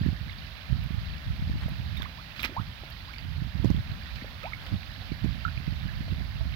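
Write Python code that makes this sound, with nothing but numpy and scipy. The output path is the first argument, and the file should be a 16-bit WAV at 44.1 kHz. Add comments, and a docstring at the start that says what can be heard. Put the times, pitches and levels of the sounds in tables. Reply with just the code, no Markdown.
"""Garden pond, heard at its edge through the left and right microphone ports of a phone.
Koi feed: mouths suck air in rising sine gulps, decaying sine bubbles plop, films of water snap,
and lips and fins smack up noise spray; echoes and a short tail follow.
Falling water is coloured noise plus many small bubbles. Wind is noise and chirped thumps at each port.
Fingers knock and rub the case; faint ticks of high noise sit on top."""
import sys
import numpy as np
from scipy import signal
from scipy.fft import rfft, irfft, next_fast_len
from scipy.io import wavfile
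from scipy.ndimage import uniform_filter1d

SR = 44100
rng = np.random.default_rng(int(sys.argv[2]) if len(sys.argv) > 2 else 0)


def generate_wav(sig):
    """Save sig (samples, or channels by samples) to the path in sys.argv[1] as 16-bit PCM at SR."""
    pcm = np.round(np.clip(np.atleast_2d(sig).T, -1, 1) * 32767).astype(np.int16)
    wavfile.write(sys.argv[1], SR, pcm)


N = 288964
TIME = np.arange(N) / SR


def undb(db):
    """Decibels to gain."""
    return 10 ** (np.asarray(db) / 20)


def unit(x):
    """Scale to rms 1."""
    return x / np.sqrt(np.mean(x ** 2))


def colour(x, points):
    """Filter by (Hz, dB) points, interpolated over log frequency."""
    size = next_fast_len(len(x) + 2048)
    point_hz, point_db = np.transpose(points)
    bin_hz = np.maximum(np.arange(size // 2 + 1) * SR / size, 1)
    gain = undb(np.interp(np.log(bin_hz), np.log(point_hz), point_db))
    return irfft(rfft(x, size) * gain, size)[:len(x)]


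def noise(points):
    """Coloured noise of rms 1."""
    return unit(colour(rng.standard_normal(N), points))


def walk(rate_hz):
    """Random modulator of rms 1: a new level each 1 / rate_hz, joined by ramps."""
    step = int(SR / rate_hz)
    levels = np.repeat(rng.standard_normal(N // step + 1), step)
    return unit(uniform_filter1d(levels, step)[:N])


def span(seconds):
    """Time axis of a short sound."""
    return np.arange(int(seconds * SR) + 2) / SR


def fade(t, t60):
    """Exponential decay, 60 dB down after t60 seconds."""
    return np.exp(-np.log(1000) * t / t60)


def add(track, start_s, sound):
    """Mix a sound into a track, cropping at both ends."""
    sound = sound[max(-int(start_s * SR), 0):]
    i = int(np.clip(start_s * SR, 0, N - 1))
    track[i:i + len(sound)] += sound[:N - i]


def late(x, samples):
    """Delay by a number of samples."""
    return np.pad(x, (samples, 0))[:N]


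def bubble(hz, t60, rise=0.18, onset_s=0.0016):
    """A bubble rings and climbs in pitch as it nears the surface."""
    t = span(t60)
    phase = 2 * np.pi * np.cumsum(hz * (1 + rise * t / t60)) / SR
    return np.sin(phase) * fade(t, t60) * (1 - np.exp(-t / onset_s)) * 2.55


def gulps(bend=0.82, wobble=0.18, waver=0.006):
    """The air pocket in a mouth shrinks, so its note slides up until it closes."""
    # Air sucked into a mouth. Each row: start in seconds, start pitch in Hz, end pitch in Hz,
    # length in seconds, level in dB, swell time constant in seconds.
    gulp_rows = [(2.047, 1800, 2430, 0.011, -33, .002), (2.055, 940, 1400, 0.014, -33.5, 0.00085),
                 (2.167, 600, 1660, 0.057, -35.5, 0.035), (2.539, 436, 720, 0.024, -45.5, 0.0086),
                 (2.565, 787, 1417, 0.039, -24.5, 0.00065), (2.603, 1330, 1520, 0.02, -46, .003),
                 (2.835, 530, 965, 0.0056, -38.5, 0.00036), (3.07, 594, 1837, 0.057, -36, 0.03),
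                 (4.269, 427, 1450, 0.06, -46, 0.035), (4.433, 405, 1110, 0.059, -28.5, 0.02),
                 (4.454, 1780, 2950, 0.0066, -22.5, .003), (5.4502, 1360, 1380, 0.0088, -12.5, 0.0021)]
    out, flutter = np.zeros(N), walk(230)
    for start_s, start_hz, end_hz, length_s, db, swell_s in gulp_rows:
        t = span(length_s)
        closed = t / t[-1]
        hz = start_hz + (end_hz - start_hz) * closed ** bend
        hz = hz * (1 + waver * np.interp(start_s + t, TIME, flutter))
        envelope = (1 - np.exp(-t / swell_s)) * (1 - closed ** 2)
        add(out, start_s, undb(db) * envelope * np.sin(2 * np.pi * np.cumsum(hz) / SR))
    return out * (1 + wobble * flutter)


def plops(snap_db=-14, snap_t60=0.019):
    """Single bubbles left by mouths and fins; the small ones snap as their neck breaks."""
    # Bubbles pinching off. Each row: start in seconds, starting pitch in Hz, level in dB, t60 in seconds.
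    plop_rows = [(1.970, 3590, -31.5, 0.031), (1.968, 2190, -30, .016), (2.003, 1620, -32, 0.013),
                 (2.01, 1010, -33, 0.015), (2.02, 3390, -17.5, 0.0085), (2.027, 1420, -29.5, 0.012),
                 (2.362, 2400, -32, 0.011), (2.3945, 2250, -19, 0.0087), (2.397, 3660, -28, 0.012),
                 (2.4316, 2390, -7, 0.004), (2.439, 2200, -4, 0.0035), (2.444, 2340, -14, 0.0098),
                 (2.491, 268, -37.5, 0.052), (2.496, 558, -35.5, 0.013), (2.506, 370, -41.5, 0.02),
                 (2.519, 330, -38, 0.026), (2.834, 314, -41.5, 0.02), (3.138, 2220, -24, 0.0091),
                 (3.183, 4520, -23, 0.0069), (3.764, 3270, -24.5, 0.0059), (4.244, 512, -32, 0.015),
                 (4.432, 1245, -37, 0.051), (4.439, 2460, -28, 0.015), (4.522, 1224, -35.5, 0.027),
                 (4.533, 2120, -22, 0.021), (5.46, 1370, -29, 0.046), (5.4795, 1395, -30, 0.028),
                 (5.485, 1610, -27, 0.013), (5.575, 2380, -24, 0.012), (5.887, 1660, -36.5, 0.047),
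                 (6.405, 636, -49, 0.097), (6.409, 880, -47, .03)]
    out, force = np.zeros(N), np.zeros(N)
    for start_s, hz, db, t60 in plop_rows:
        add(out, start_s, undb(db) * bubble(hz, t60))
        smallness = min(hz / 3000, 1) ** 3
        add(force, start_s, undb(db + snap_db) * smallness * fade(span(snap_t60), snap_t60))
    return out + spray(force)


def smacks(bubbles_db=-5, low_hz=1600, high_hz=4000, cycles=20, count=4):
    """A slap bursts into a short spray and traps a few tiny bubbles."""
    # Lips and fins slapping the surface. Each row: start in seconds, level in dB, t60 in seconds.
    smack_rows = [(1.971, -40, 0.065), (2.021, -32, 0.014), (2.36, -41, 0.3), (2.394, -33, 0.024),
                  (2.401, -33, 0.15), (2.4423, -24, .016), (2.448, -22.5, .035), (2.455, -23, .016),
                  (3.132, -37.5, 0.035), (4.158, -36, 0.043), (4.431, -33.5, 0.027), (4.662, -38, 0.1)]
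    force, fizz = np.zeros(N), np.zeros(N)
    for start_s, db, t60 in smack_rows:
        t = span(t60)
        add(force, start_s, undb(db) * fade(t, t60) * (1 - np.exp(-t / 0.000071)))
        for when, size in rng.random((count, 2)):
            hz = low_hz * (high_hz / low_hz) ** size
            level = undb(db + bubbles_db - 2.1 * when)
            add(fizz, start_s + when * t60 / 3, level * bubble(hz, cycles / hz))
    return spray(force) + fizz


def spray(force):
    """Gritty noise of torn water, as loud as the force that tears it."""
    # Spectrum of torn water. Each row: frequency in Hz, relative level in dB.
    spray_colour = [(80, -7), (250, 12.5), (500, -17), (1200, 7.5), (2300, 8), (3300, 12), (4800, 1.5),
                    (6500, -9.5), (8600, -20), (12000, -14), (15500, -9)]
    grains = unit(rng.standard_normal(N) * undb(4 * walk(1500)))
    return colour(force * grains, spray_colour) / np.std(colour(rng.standard_normal(N), spray_colour))


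def snaps():
    """Each film breaking is one sharp, wet click."""
    # Films of water snapping between the lips. Each row: click centre in seconds, peak in dB.
    snap_rows = [(2.0211, -25), (2.031, -19.5), (2.4018, -22), (2.4328, -22), (2.443, -11), (2.4465, -12),
                 (2.449, -15), (2.4579, -15.5), (3.185, -40)]
    # Spectrum of a snap. Each row: frequency in Hz, relative level in dB.
    snap_colour = [(200, -4), (600, -7.5), (1300, -7), (2400, 6), (3400, -16), (4800, -11), (6500, -25),
                   (9000, -41), (14000, -29)]
    click = colour(signal.unit_impulse(200, "mid"), snap_colour)
    out = np.zeros(N)
    for centre_s, db in snap_rows:
        add(out, centre_s - len(click) / 2 / SR, undb(db) * click / click.max())
    return out


def garden(x, tail_db=-15, tail_t60=0.11):
    """A few distinct echoes and a short diffuse tail."""
    # Echoes from the pond's edge and a wall. 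Each row: delay in seconds, gain in dB.
    echo_rows = [(0.0123, -14), (0.0256, -20), (.031, -28)]
    t = span(tail_t60)
    response = rng.standard_normal(len(t)) * fade(t, tail_t60) * (1 - np.exp(-t / 0.0051))
    response *= undb(tail_db) / np.linalg.norm(response)
    echoes = sum(undb(db) * late(x, int(delay_s * SR)) for delay_s, db in echo_rows)
    return x + echoes + signal.fftconvolve(x, response)[:N]


def wind(left_db=1.0, right_db=-0.06):
    """Each port has its own turbulence and its own hard eddies."""
    # The hardest eddies, listed under "left" and "right" port.
    # Each row: centre in seconds, nominal peak in dB, pitch in Hz.
    hard_eddies = { "left": [(.016, -19, 124), (.816, -29, 103), (1.02, -28, 126), (1.426, -18, 105),
                   (1.498, -19, 178), (1.558, -20.5, 136), (1.596, -23, 77), (2.001, -24, 160.8),
                   (3.428, -26, 120), (3.9, -24, 118)], "right": [(.015, -15.5, 126), (.064, -12.5, 146),
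                   (.087, -15, 132), (.13, -17.5, 113), (.215, -23, 96), (.728, -12.5, 81), (.793, -26, 93),
                   (.908, -17, 126), (.946, -21, 115), (.985, -19.5, 72), (1.307, -20.5, 89),
                   (1.397, -19, 107), (1.476, -22, 100), (1.515, -18, 86), (1.555, -21, 101),
                   (1.638, -18.5, 91), (1.662, -19, 110), (1.721, -19.5, 106), (1.802, -18, 97),
                   (1.864, -22.5, 90), (1.945, -19.5, 78.6), (2.6, -17.5, 116), (3.253, -22.5, 114),
                   (3.316, -22.5, 82), (3.383, -17.5, 77.4), (3.422, -18.5, 122), (3.555, -20.5, 113),
                   (3.601, -15.5, 92), (3.647, -9.5, 153), (3.658, -9, 90), (3.704, -9, 141),
                   (3.715, -9.5, 67), (3.747, -16, 127), (3.78, -22, 123), (3.92, -18, 92),
                   (4.743, -15, 98), (5.12, -17.5, 173), (5.246, -11, 127), (5.26, -17.5, 183),
                   (5.287, -25, 90), (5.466, -20.5, 91), (5.58, -20, 94), (5.604, -20, 103),
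                   (5.68, -16, 117), (5.726, -18, 102), (6.009, -18.5, 126), (6.126, -15, 113),
                   (6.185, -18.5, 95.5), (6.36, -21.5, 88), (6.413, -19.5, 84), (6.44, -30, 90)]}
    left, right = airflow()
    return np.array([port_wind(left + left_db) + buffets(hard_eddies["left"]),
                     port_wind(right + right_db) + buffets(hard_eddies["right"])])


def airflow(attack_s=0.015, t60=0.11):
    """Level of the air at each port in dB: gusts rise, hold and die away over the breeze."""
    # Light breeze between gusts. Each row: time in seconds, left and right level in dB before port trim.
    breeze = [(0.0, -45, -29), (.4, -43, -44.5), (.6, -52, -57), (1.2, -41, -43), (1.9, -41.5, -33.5),
              (2.3, -61, -64), (3.1, -52, -67), (3.9, -43, -47), (4.5, -49.5, -43), (5.05, -50, -40),
              (5.35, -50, -32.5), (5.95, -37.5, -34.5), (6.55, -44, -33)]
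    # Gusts. Each row: start in seconds, length in seconds, left and right level in dB before port trim.
    gusts = [(0, 0.1, -35, -23), (0.202, .075, -51, -34), (0.686, 0.077, -43, -25.5),
             (0.754, 0.11, -40, -29), (0.9, 0.091, -41, -27.5), (1.008, 0.14, -36, -52),
             (1.252, 0.091, -35.5, -28.5), (1.376, 0.2, -33.5, -33), (1.613, 0.056, -40, -26.5),
             (1.688, 0.047, -40, -28), (1.773, 0.083, -43, -33), (1.902, 0.082, -55, -32.5),
             (1.971, 0.091, -46, -32.5), (2.57, 0.064, -59, -31), (2.66, 0.032, -40, -34),
             (3.204, 0.16, -44, -31), (3.345, 0.14, -49, -29.5), (3.53, 0.096, -50, -27),
             (3.624, 0.18, -38, -26), (3.852, 0.09, -40, -39.5), (4.12, 0.059, -54, -37),
             (4.708, 0.058, -39, -28), (5.103, 0.021, -45, -26), (5.209, 0.096, -47, -25),
             (5.446, 0.044, -36, -26.5), (5.662, 0.049, -52, -29.5), (5.82, 0.086, -40, -31),
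             (6.097, 0.042, -46, -26), (6.155, 0.058, -50, -27), (6.384, 0.078, -39, -25.5)]
    times, *ports = np.transpose(breeze)
    power = undb([np.interp(TIME, times, db) for db in ports]) ** 2
    for start_s, length_s, left_db, right_db in gusts:
        attack = np.clip((TIME - start_s) / attack_s, 0, 1)
        shape = attack * fade(np.maximum(TIME - start_s - length_s, 0), t60)
        power = power + (undb([[left_db], [right_db]]) * shape) ** 2
    return 10 * np.log10(power)


def port_wind(db, ref_db=-28, brighten=0.5, flicker_db=7.5, surge_db=2, surge_hz=24):
    """Turbulence at one port: a stronger flow sheds smaller, faster eddies."""
    # Spectrum of turbulence at a port. Each row: frequency in Hz, relative level in dB.
    eddy_colour = [(20, -45), (40, -3.5), (70, 4), (110, -2), (180, -10.5), (280, -25), (420, -49.5),
                   (700, -46), (1500, -54), (4000, -77), (8000, -92)]
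    flow = noise(eddy_colour)
    # even out the noise's own swells, then add chosen ones
    flow = flow / np.sqrt(uniform_filter1d(uniform_filter1d(flow ** 2, size=1500), size=1000))
    flow = unit(flow * undb(surge_db * walk(surge_hz)))
    fine = colour(flow, [(120, -55), (200, -11.0), (300, -4.5)])
    fine_gain = undb(brighten * (db - ref_db) + flicker_db * walk(45))
    return undb(db) * (flow - fine + fine * fine_gain)


def buffets(rows, wake_db=-30.5, wake_t60=0.11, rasp_db=-35, rasp_speed=0.0042):
    """Hard eddies thump one diaphragm and leave a ragged wake; the fastest pushes rasp on the port's edge."""
    # Spectrum of small eddies in a wake. Each row: frequency in Hz, relative level in dB.
    wake_colour = [(100, -13), (180, 7), (290, -8), (400, -9.5), (600, -10), (1000, -45), (2000, -41)]
    eddies, wake, t = np.zeros(N), np.zeros(N), span(wake_t60)
    for centre_s, peak_db, hz in rows:
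        add(eddies, centre_s - 3 / hz, eddy(hz, undb(peak_db)))
        envelope = (1 - np.exp(-t * hz)) * fade(t, wake_t60) * 2
        add(wake, centre_s - 1 / hz, undb(peak_db + wake_db) * envelope)
    speed = uniform_filter1d(np.abs(np.gradient(eddies)), size=200) / rasp_speed
    rasp = noise([(200, 12), (450, 19), (850, 12.5), (1400, -6.5),
                  (6500, -8.5), (9000, -34), (12500, -10.5), (15000, -24)])
    return eddies + wake * noise(wake_colour) + undb(rasp_db) * rasp * speed ** 3


def eddy(hz, size, width=1.63, steepen=3.04):
    """An eddy rocks the diaphragm; the harder, the steeper the front at its centre, three periods in."""
    phase = 2 * np.pi * (hz * span(6 / hz) - 3)
    return -size * np.sin(phase + steepen * size * np.tanh(phase)) / np.cosh(phase / width)


def fingers(right_db=-12, rub_db=1, scuff_db=-9):
    """Dull knocks and brief rubs travel through the case, mostly to the left port."""
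    # Finger knocks on the case. Each row: start in seconds, level in dB, pitch in Hz, t60 in seconds.
    knock_rows = [(1.424, -35, 503, 0.0094), (1.498, -26.5, 375, 0.01), (1.683, -28.5, 644, 0.015),
                  (2, -35, 720, 0.0078), (4.222, -28.5, 250, 0.037), (5.022, -34, 726, 0.015),
                  (6.081, -34.5, 667, 0.025), (6.204, -37, 690, 0.027)]
    # Skin sliding over the case. Each row: start in seconds, length in seconds, level in dB before rub_db.
    rub_rows = [(1.597, 0.05, -47), (1.655, 0.11, -57), (4.585, 0.17, -51)]
    out, pressure = np.zeros(N), np.zeros(N)
    for start_s, db, hz, t60 in knock_rows:
        t = span(t60)
        add(out, start_s, undb(db) * np.sin(2 * np.pi * hz * t) * fade(t, t60))
        add(pressure, start_s, undb(db + scuff_db) * min(hz / 1200, 1) * fade(t, t60))
    for start_s, length_s, db in rub_rows:
        add(pressure, start_s, undb(db + rub_db) * signal.windows.tukey(len(span(length_s))))
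    stick_slip = undb(3 * walk(300))
    out += pressure * stick_slip * noise([(200, 4), (700, 22.0), (3200, 15.0), (5000, 1), (8000, -8)])
    return np.array([out, undb(right_db) * out])


def ticks(attack_s=0.00054, left_db=-7):
    """Thin, short ticks of noise at the top of the treble, stronger on the right."""
    # Faint, very high ticks. Each row: start in seconds, level in dB, t60 in seconds.
    tick_rows = [(.837, -45, .03), (1.683, -46, .02), (1.69, -43, .02), (1.97, -42, .04), (2.023, -43, .04),
                 (2.428, -18, .004), (2.431, -35, .025), (2.444, -37, 0.037), (2.9, -43.5, .035)]
    # Spectrum of a tick. Each row: frequency in Hz, relative level in dB.
    tick_colour = [(3000, -25), (8500, -16), (13000, -1), (15500, -3)]
    force = np.zeros(N)
    for start_s, db, t60 in tick_rows:
        t = span(t60)
        add(force, start_s, undb(db) * (1 - np.exp(-t / attack_s)) * fade(t, t60))
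    return force * np.array([undb(left_db) * noise(tick_colour), noise(tick_colour)])


def trickle(count=2200, low_hz=1600, high_hz=4700, level_db=-38, spread_db=1.8, clump_db=1.6):
    """Countless small bubbles, in clumps, where the falling water lands."""
    out = np.zeros(N)
    for when, size, chance, ring in rng.random((count, 4)):
        hz = low_hz * (high_hz / low_hz) ** size
        loud, cycles = min(-np.log(1 - chance), 3), 10 + 24 * ring
        # big bubbles ring longer but more softly, so all sizes carry the same energy
        level = undb(level_db + spread_db * loud) * np.sqrt(hz / high_hz)
        add(out, when * N / SR, level * bubble(hz, cycles / hz))
    return out * undb(clump_db * walk(12))


def ambience(level_db=-40.5):
    """The even hiss of falling water and the rumble below it; only the low mids are alike at both ports."""
    # Distant water over a low outdoor rumble.
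    # Each row: frequency in Hz, relative level at the right port in dB, left minus right in dB.
    spectrum = [(25.3, -62, -11), (58, -57.5, 0), (143, -69, 6), (252, -76.5, 0), (398, -91, 0),
                (623, -81.5, -1.5), (1090, -81.5, -2), (1570, -77, -15), (2310, -79.5, -5.5),
                (4040, -80, -24), (4930, -85, -18), (6620, -101.7, -8.5), (8060, -110.2, -4),
                (13600, -99.3, -4)]
    hz, db, shade_db = np.transpose(spectrum)
    shared, own = rng.standard_normal((2, N))
    alike = colour(shared, [(50, -8.5), (600, -4.5), (1400, -26.0), (5000, -43.5)])
    apart = colour(own, [(50, -10), (600, -5.0), (1400, -5.5), (5000, 0.5)])
    left = colour(alike + apart, np.c_[hz, db + shade_db])
    right = colour(shared, np.c_[hz, db])
    return np.array([left, right]) / np.std(right) * undb(level_db)


def shimmer(x):
    """Each band of the falling water swells and ebbs on its own."""
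    for hz in 1300 * 1.5 ** np.arange(4):
        band = colour(x, [(hz / 1.6, -30), (hz / 1.15, 0), (hz * 1.15, 0), (hz * 1.6, -30)])
        x = x + band * (undb(.7 * walk(7) + .7 * walk(50)) - 1)
    return x


def scene(lag_samples=10):
    """The pond as both ports hear it, later at the right, with the air and the hand around the phone."""
    # Liveliness of the distant water. Each row: time in seconds, gain in dB.
    flow_rows = [(0.0, 0.7), (2.0, 1), (3.5, 0), (4.1, 1.6), (4.9, 1.3), (6.55, 1)]
    # The phone's body shades the left port from the pond. Each row: frequency in Hz, gain in dB.
    shade = [(200, -4.5), (600, -2.5), (900, -4), (1400, -18), (2300, -15), (4200, -15), (6500, -18),
             (9000, -12), (15000, -9)]
    flow = undb(np.interp(TIME, *np.transpose(flow_rows)))
    pond = garden(gulps() + plops() + smacks() + snaps() + flow * trickle())
    shaded, facing = flow * ambience()
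    left = colour(pond, shade) + shaded
    right = late(pond, lag_samples) + shimmer(facing)
    return np.array([left, right]) + wind() + fingers() + ticks()


def record(dry, low_hz=35, top_hz=15900):
    """The phone drops the deepest rumble and cuts the top."""
    dry = signal.sosfiltfilt(signal.butter(4, low_hz, "high", fs=SR, output="sos"), dry)
    return signal.sosfilt(signal.ellip(12, .2, 80, top_hz, fs=SR, output="sos"), dry)


dry = scene()
out = record(dry)
generate_wav(out)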